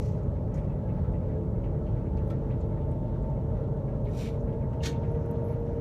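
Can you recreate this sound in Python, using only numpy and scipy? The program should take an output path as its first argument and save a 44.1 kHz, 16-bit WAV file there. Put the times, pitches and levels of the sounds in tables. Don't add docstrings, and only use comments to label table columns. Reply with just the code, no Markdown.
import sys
import numpy as np
from scipy import signal
from scipy.fft import rfft, irfft, next_fast_len
from scipy.io import wavfile

SR = 44100
rng = np.random.default_rng(int(sys.argv[2]) if len(sys.argv) > 2 else 0)


def transcribe(u):
    v = np.clip(np.atleast_2d(u).T, -1, 1)
    q = np.round(v * 32767).astype(np.int16)
    wavfile.write(sys.argv[1], SR, q)


def rack_gain(trim_db):
    fader = np.asarray(trim_db, float)
    return 10 ** (fader / 20)


N = 255901
TIME = np.arange(N) / SR


def rms_one(x):
    return x / np.sqrt(np.mean(x ** 2) + 1e-20)


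def drift(rate):
    step = 40
    r = np.exp(-2 * np.pi * rate * step / SR)
    noise = rng.standard_normal(N // step + 2002)
    slow = signal.lfilter([1], [1, -2 * r, r * r], noise)[2000:]
    return np.interp(np.arange(N) / step, np.arange(len(slow)), rms_one(slow))


def coloured(spectrum, size):
    hz = np.fft.rfftfreq(size, 1 / SR) + 1
    points = np.array(spectrum)
    level_db = np.interp(np.log(hz), np.log(points[:, 0]), points[:, 1], left=-200, right=-200)
    return rms_one(irfft(rfft(rng.standard_normal(size)) * rack_gain(level_db), size))


def patchy(x, low_hz, count, shared_db, own_db, rate):
    spectrum = rfft(x)
    octaves = np.log2((np.fft.rfftfreq(len(x), 1 / SR) + 1) / low_hz)
    place = np.clip(2 * octaves, 0, count - 1)
    together = drift(rate)
    out = np.zeros(N)
    for k in range(count):
        share = np.clip(1 - abs(place - k), 0, 1)
        part = irfft(spectrum * share, len(x))[:N]
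        out += part * rack_gain(shared_db * together + own_db * drift(rate))
    return rms_one(out)


def lifted(x, peaks):
    hz = np.fft.rfftfreq(len(x), 1 / SR)
    lift_db = sum(db / (1 + (2 * (hz - centre_hz) / width_hz) ** 2) for centre_hz, width_hz, db in peaks)
    return rms_one(irfft(rfft(x) * rack_gain(lift_db), len(x)))


# time in seconds, slots per second.
SLOT_SPEED = [(0, 424.9), (1, 432.5), (2, 439.6), (3, 446.1), (4, 452.7), (5, 460.0), (5.8, 466.2)]
STRONG_MULTIPLES = [9, 27, 36, 72]
STRONG_LEVELS = [-42, -58.5, -50.5, -65]
WEAK_MULTIPLES = [11, 12, 15, 18, 20, 21, 24, 30, 32, 33, 35, 40, 42, 43, 44, 46, 48, 49, 51, 52, 66, 68,
                  108]
WEAK_LEVELS = [-44.5, -44, -56, -51, -69, -60, -64.5, -60, -66, -60.5, -65.5, -71, -58, -65.5, -58.5, -59,
               -60, -58, -58.5, -65, -69, -72, -75]
# pitch in Hz, width in Hz, lift in dB.
BODY_RESONANCES = [(111.3, 1.3, 2), (176.8, 16, 14), (253.6, 22, 7.5), (330.4, 12, 11.5), (414.5, 4.5, 11),
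                   (425, 3, 4), (437, 4, 3.5), (443.2, 3, 5.5), (450.4, 2, 8), (455.3, 1.8, 7),
                   (466.2, 13.5, 13), (554, 25, 4), (865, 5, 11), (882, 3, 7), (893.5, 11, 11),
                   (921, 15, 10)]


def guideway():
    slots_per_section = 36
    seconds, slots_per_s = np.transpose(SLOT_SPEED)
    rate = np.interp(TIME, seconds, slots_per_s) / slots_per_section
    turns = 2 * np.pi * np.cumsum(rate) / SR
    scale_hz = np.arange(1500.)
    lift_db = sum(db / (1 + (2 * (scale_hz - hz) / width_hz) ** 4) for hz, width_hz, db in BODY_RESONANCES)
    out = np.zeros(N)
    for multiple, level_db in zip(STRONG_MULTIPLES, STRONG_LEVELS):
        body_db = np.interp(multiple * rate, scale_hz, lift_db)
        loudness = rack_gain(level_db + body_db + multiple / 50 + 2.2 * drift(9))
        phase = rng.uniform(0, 2 * np.pi) + 2 * np.pi * .075 * drift(6)
        out += loudness * np.sin(multiple * turns + phase)
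    gap_waver = [drift(1.2) for _ in range(6)]
    for k, (multiple, level_db) in enumerate(zip(WEAK_MULTIPLES, WEAK_LEVELS)):
        body_db = np.interp(multiple * rate, scale_hz, lift_db)
        loudness = rack_gain(level_db + body_db + 2.5 * gap_waver[k % len(gap_waver)] + 1.2)
        out += loudness * np.sin(multiple * turns + rng.uniform(0, 2 * np.pi))
    return np.sqrt(2) * out


# pitch in Hz, level in dB per Hz.
RUMBLE_COLOUR = [(15, -30), (22, -28), (30, -19), (36, -10), (42, -5.5), (48, -3.5), (56, -3), (75, 0),
                 (88, -2), (98, 0), (120, -3), (140, -2), (165, -8), (200, -11), (300, -50)]
# pitch in Hz, level in dB per Hz.
DRONE_COLOUR = [(150, -10.5), (210, -1), (300, -6), (380, -8.5), (450, -6), (520, -8.5), (600, -6.5),
                (640, -9.5), (690, -18), (820, -17), (920, -16.5), (1000, -24), (1150, -29), (1600, -59)]
# pitch in Hz, level in dB per Hz.
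HISS_COLOUR = [(650, -31), (1100, 3.5), (1390, -0.5), (1500, -3), (1800, -6.5), (2350, -12.5),
               (3400, -18.5), (4200, -20.5), (4900, -27), (6200, -24.5), (7500, -43.5), (11000, -66)]


def car_body():
    size = next_fast_len(N)
    t = TIME - TIME[-1] / 2
    rumble = patchy(coloured(RUMBLE_COLOUR, size), 40, count=5, shared_db=.3, own_db=.6, rate=3.0)
    drone = patchy(coloured(DRONE_COLOUR, size), 220, count=5, shared_db=.15, own_db=.45, rate=3.0)
    hiss = patchy(coloured(HISS_COLOUR, size), 1200, count=6, shared_db=1.0, own_db=1.7, rate=7.0)
    out = rack_gain(-31 - 0.28 * t) * rumble
    out += rack_gain(-39.5 + 0.37 * t) * drone
    out += rack_gain(-63.5 - 0.18 * t) * hiss
    return out


def fan():
    fan_hz, level_db = 47.9, -40
    off_s, rundown_s, loss_db = 4.4, 0.23, 11.5
    sunk = np.clip((TIME - off_s) / rundown_s, 0, 1)
    return np.sqrt(2) * rack_gain(level_db - loss_db * sunk) * np.sin(2 * np.pi * fan_hz * TIME)


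# start of the steady part in seconds, level in dB,
# rise in seconds per 20 dB, steady part in seconds, fall in seconds per 20 dB.
STROKES = [
    (.03, -64.5, .25, .06, .14),
    (.548, -65, .007, .04, .05),
    (4.195, -52, .09, .075, .085),
    (4.838, -38.2, .016, .029, .048),
]
# pitch in Hz, level in dB per Hz.
STROKE_COLOURS = [
    [(1180, -26), (2000, 5.5), (3560, -6), (4250, -5.5), (5970, 0), (10400, -17), (15200, -21)],
    [(880, -25), (1500, 1), (2230, -7), (3040, -14), (3190, -13), (5330, -15), (15200, -37)],
    [(710, -41), (1200, -7), (1890, -7), (2470, 0), (2630, -4), (3740, -7.5), (4430, -11), (5900, -15),
     (10600, -26.5), (11400, -24), (15200, -31)],
    [(880, -37), (1500, -6), (1750, -4), (1990, -5.5), (2170, 1), (2600, -5), (3130, -1.5), (4230, -3),
     (5030, -11.5), (6410, -8.5), (6990, -15), (11600, -26), (15200, -30.5)],
]
# pitch in Hz, width in Hz, lift in dB.
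FOLD_PEAKS = [
    [(2620, 230, 2), (4200, 400, 4), (6070, 300, 1), (10900, 300, 2), (12200, 400, 5)],
    [(1950, 150, 6), (2350, 130, 4), (6300, 900, 2.5), (8600, 500, 5)],
    [(2400, 450, 2.5), (14300, 1500, 3), (3800, 450, 3), (5770, 370, 7), (7200, 260, 8), (8120, 250, 6),
     (9160, 300, 8), (11100, 390, 6)],
    [(1780, 200, 8.5), (2170, 140, 3), (3240, 100, 1.5), (3680, 150, 3.5), (4020, 200, -2), (5750, 250, 2),
     (6560, 220, 6.5), (7370, 200, 4)],
]
# lift in dB while speeding up, lift in dB while slowing.
STROKE_TREBLE = [(4, 2), (4, 2.5), (6.5, 1.5), (2.5, 5.5)]


def swishes():
    out = np.zeros(N)
    weave_db = 1.8 * drift(70)
    treble = signal.butter(2, 4000, "high", fs=SR, output="sos")
    for stroke, colour, peaks, treble_db in zip(STROKES, STROKE_COLOURS, FOLD_PEAKS, STROKE_TREBLE):
        s, level_db, attack, hold, release = stroke
        start = max(round((s - .3) * SR), 0)
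        t = TIME[start:start + SR * 3 // 4]
        noise = lifted(coloured(colour, len(t)), peaks)
        top = signal.sosfilt(treble, noise)
        cloth = noise + (rack_gain(np.interp(t, [s, s + hold], treble_db)) - 1) * top
        shape_db = -20 * np.maximum(0, np.maximum((s - t) / attack, (t - s - hold) / release))
        out[start:start + len(t)] += rack_gain(level_db + shape_db + weave_db[start:start + len(t)]) * cloth
    return out


# start in seconds, length in seconds, centre pitch in Hz, level in dB,
# width of the roughness in Hz.
NYLON_SQUEAKS = [(4.036, 0.022, 11350, -76, 130), (4.068, .03, 11100, -85, 130),
                 (4.088, .027, 11150, -75, 130), (4.145, .03, 11100, -75, 130),
                 (4.25, .09, 11200, -79, 200), (4.71, .05, 11150, -86, 60), (5.112, .02, 11100, -78, 80),
                 (5.13, .02, 11200, -83, 200), (5.385, 0.05, 11050, -82, 100), (5.43, .05, 11400, -72, 350),
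                 (5.46, .06, 11600, -73, 450), (5.5, .05, 11150, -73, 250)]


def squeaks():
    out = np.zeros(N)
    t = TIME[:SR // 5]
    for s, length, hz, level_db, width_hz in NYLON_SQUEAKS:
        slow = signal.butter(2, width_hz, fs=SR, output="sos")
        rough = signal.sosfilt(slow, rng.standard_normal((2, len(t))))
        angle = 2 * np.pi * hz * t
        band = rms_one(rough[0] * np.cos(angle) + rough[1] * np.sin(angle))
        start = round(s * SR)
        out[start:start + len(t)] += rack_gain(level_db) * band * np.sin(np.pi * np.clip(t / length, 0, 1))
    return out


def bursts(rows, cycles, rise, width_share):
    out = np.zeros(N)
    t = TIME[:SR // 5]
    for s, level_db, hz in rows:
        t60 = cycles / hz
        width_hz = width_share * hz
        low = np.hypot(hz, width_hz / 2) - width_hz / 2
        high = min(low + width_hz, .45 * SR)
        band_filter = signal.butter(2, [low, high], "band", fs=SR, output="sos")
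        band = rms_one(signal.sosfilt(band_filter, rng.standard_normal(len(t))))
        envelope = rack_gain(level_db - 60 * t / t60) * (1 - np.exp(-t / (rise * t60)))
        start = round(s * SR)
        out[start:start + len(t)] += (envelope * band)[:N - start]
    return out


# start in seconds, level in dB, centre pitch in Hz.
CREASE_TICKS = [(.232, -68, 6440), (0.541, -54.5, 6400), (1.125, -72, 7700), (2.169, -65, 6000),
                (2.172, -58, 2500), (2.277, -64, 12700), (2.299, -58, 4500), (2.301, -61, 6500),
                (2.3, -66, 8800), (2.303, -65.5, 12000), (2.3, -65, 14150), (2.311, -66, 12500),
                (2.311, -72, 5030), (2.277, -69, 9500), (2.277, -74, 6500), (2.325, -60, 1800),
                (2.3, -55, 2200), (2.299, -56, 3400), (2.168, -69, 7800), (2.169, -63, 4200),
                (2.18, -66, 2900), (2.184, -69, 6800), (2.305, -63, 9300), (2.316, -68, 14000),
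                (2.285, -66, 12500), (2.492, -74, 6500), (2.612, -69, 6700), (2.612, -63, 3900),
                (2.605, -64, 6600), (2.913, -62.5, 8800), (3.225, -68, 7000), (3.3, -68, 6700),
                (4.39, -67, 6000), (4.803, -68, 3900), (4.112, -63, 5900), (4.405, -66, 6200),
                (.553, -59, 6000), (.578, -65, 8800), (.542, -66, 9300), (.544, -69, 12500),
                (.558, -69, 13000), (.56, -68, 9000), (5.2, -70.5, 13000), (5.257, -67, 11800),
                (5.257, -69, 14200), (5.257, -69, 8500), (5.31, -66, 9000), (5.31, -60, 14200),
                (5.325, -70, 13000), (5.495, -70, 4500), (5.31, -57, 11800), (5.487, -60, 2170),
                (5.487, -69, 5300), (5.6, -67, 11800), (5.615, -70, 12000), (5.66, -71, 5800)]


def ticks():
    return bursts(CREASE_TICKS, cycles=246, rise=.05, width_share=.26)


# start in seconds, level in dB, pitch in Hz,
# time to die by 60 dB in seconds.
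STRUCK_RINGS = [(2.299, -46.5, 1327, 0.15), (2.303, -57, 1820, 0.14), (2.302, -58, 2540, 0.057),
                (2.298, -63, 3240, 0.058), (2.302, -58, 3380, .07), (2.302, -62, 4020, .06),
                (2.305, -71, 5320, 0.056), (2.306, -67, 5860, 0.073), (2.306, -71, 9200, .02),
                (2.314, -72, 6550, .05), (.515, -58, 1300, .2), (.57, -62, 2350, .1), (.57, -62, 1950, .12),
                (.885, -61, 1950, .12), (.69, -63, 2600, .16), (.89, -64, 2600, .16), (1.14, -63, 2620, .12),
                (1.63, -62, 2600, .14), (1.64, -64, 3000, .08), (.86, -57, 1310, .16), (2.045, -60, 1640, .2),
                (1.29, -62, 1950, .2), (1.035, -56, 1315, .25), (1.14, -64, 1950, .1), (1.865, -66, 2980, .1),
                (4.066, -56, 2150, 0.1), (4.083, -58, 1880, .1), (4.05, -68, 3900, .08), (2.5, -59, 1960, .16),
                (2.505, -63, 2620, .12), (2.51, -64, 3000, .06), (2.77, -60, 1850, .08),
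                (5.487, -57, 2150, .06), (5.145, -62, 2450, .08), (4.804, -53, 2830, 0.14),
                (4.96, -58, 3470, .05), (5.025, -68, 3260, .1)]


def rings():
    out = np.zeros(N)
    t = TIME[:SR // 8]
    rise_s = .0025
    slow = signal.butter(2, 200, fs=SR, output="sos")
    for s, level_db, hz, t60 in STRUCK_RINGS:
        rough = .8 + .6 * rms_one(signal.sosfilt(slow, rng.standard_normal(len(t))))
        envelope = rack_gain(level_db - 60 * t / t60) * (1 - np.exp(-t / rise_s))
        start = round(s * SR)
        out[start:start + len(t)] += envelope * rough * np.sin(2 * np.pi * hz * t)
    return out


# start in seconds, level in dB, centre pitch in Hz.
FITTING_KNOCKS = [(.575, -62.5, 2700), (0.631, -58, 2090), (.64, -68, 5000), (.878, -57.5, 2080),
                  (.96, -58, 1890), (1.03, -55, 1350), (1.04, -65, 1950), (1.13, -57.5, 2230),
                  (1.635, -54, 2280), (1.862, -57.5, 2480), (2.495, -54, 2000), (2.508, -62, 3300),
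                  (.57, -56, 1900), (.7, -58, 1900), (1.22, -58, 1300), (1.3, -61, 1900), (1.95, -59, 1800),
                  (2.05, -60, 2000), (2.2, -54, 1250), (4.08, -55, 1150), (4.42, -56, 1200),
                  (5.25, -54, 1300), (2.69, -66, 1950), (2.769, -61, 2000), (2.805, -61, 2800),
                  (3.869, -58.5, 2000), (4.047, -58, 3280), (4.063, -54, 2100), (4.47, -57.5, 1890),
                  (4.52, -60, 2600), (4.6, -58.5, 2000), (5.05, -68, 6000), (4.73, -68, 6300),
                  (4.72, -59, 2300), (4.84, -43, 1360), (4.92, -49, 2400), (4.95, -58, 3500),
                  (5.02, -63, 3200), (5.03, -51, 1840), (5.145, -59.5, 2500), (5.35, -61, 3100),
                  (5.52, -61, 2200)]


def knocks():
    return bursts(FITTING_KNOCKS, cycles=310, rise=.081, width_share=.45)


# pitch in Hz, level in dB per Hz.
RUSTLE_COLOUR = [(800, -17), (1100, -1), (1400, -2), (2000, -10), (3300, -21), (4600, -28.5), (6000, -23),
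                 (7500, -33)]


def rustle():
    start_s, rise_s, level_db = 4.65, 0.3, -64
    noise = coloured(RUSTLE_COLOUR, next_fast_len(N))
    noise = patchy(noise, 1200, count=5, shared_db=1.0, own_db=2, rate=8.0)
    return rack_gain(level_db) * noise * np.clip((TIME - start_s) / rise_s, 0, 1)


# pitch in Hz, level in dB.
TRIM_PANELS = [(1060, 2), (1150, -7.5), (1300, 2.5), (1370, 1), (1500, -1), (1650, 2), (1780, -9),
               (1950, -1), (2150, -3.5), (2340, -9.5), (2600, -8), (2800, -15.5), (3000, -13),
               (3300, -14.5), (3600, -15.5)]


def rattles():
    taps_per_s, level_db, t60 = 600, -69.5, .065
    sizes = rack_gain(4 * np.minimum(rng.exponential(1, N), 4)) * rng.choice([-1, 1], N)
    taps = sizes * (rng.random(N) < taps_per_s * rack_gain(3 * drift(8)) / SR)
    panel = rng.integers(0, len(TRIM_PANELS), N)
    r = rack_gain(-60 / (t60 * SR))
    out = np.zeros(N)
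    for k, (hz, panel_db) in enumerate(TRIM_PANELS):
        ring = [1, -2 * r * np.cos(2 * np.pi * hz / SR), r * r]
        struck = signal.lfilter([1, 0, -1], ring, taps * (panel == k) + 1e-18)
        out += rack_gain(panel_db) * signal.lfilter([1, 0, -1], ring, struck)
    return rack_gain(level_db) * rms_one(out)


def cabin(x):
    t60, level_db = .12, -10
    t = TIME[:SR // 3]
    sparse = rng.random(len(t)) < .05
    echoes = rng.standard_normal(len(t)) * sparse * rack_gain(-60 * t / t60) * (t > .002)
    seats = signal.butter(1, 7000, fs=SR, output="sos")
    echoes = signal.sosfilt(seats, echoes)
    echoes /= np.sqrt(np.sum(echoes ** 2))
    return x + rack_gain(level_db) * signal.fftconvolve(x, echoes)[:N]


def scene():
    car = guideway() + car_body() + fan() + rustle() + rattles()
    close_by = cabin(swishes() + ticks() + rings() + knocks()) + squeaks()
    return (car + close_by)[None]


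# pitch in Hz, level in dB per Hz.
MIC_HISS = [(1500, -10), (3000, -4), (5000, -6), (6500, -5), (8000, -6), (9700, -8), (10400, -11),
            (11200, -8.5), (13000, -9.5), (15500, -10)]


def microphone(dry):
    ceiling = 0.36
    first, last, swing_s = -.089, -.015, .003
    dry = ceiling * np.tanh(dry / ceiling)
    swing = np.exp(-(TIME / swing_s) ** 2)
    ends = (first - dry[:, :1]) * swing + (last - dry[:, -1:]) * swing[::-1]
    return dry + ends + rack_gain(-79) * coloured(MIC_HISS, N)


def low_pass(x):
    return signal.sosfilt(signal.butter(12, 15310, fs=SR, output="sos"), x)


def record(dry):
    mix = microphone(dry)
    return low_pass(mix)


dry = scene()
out = record(dry)
transcribe(out)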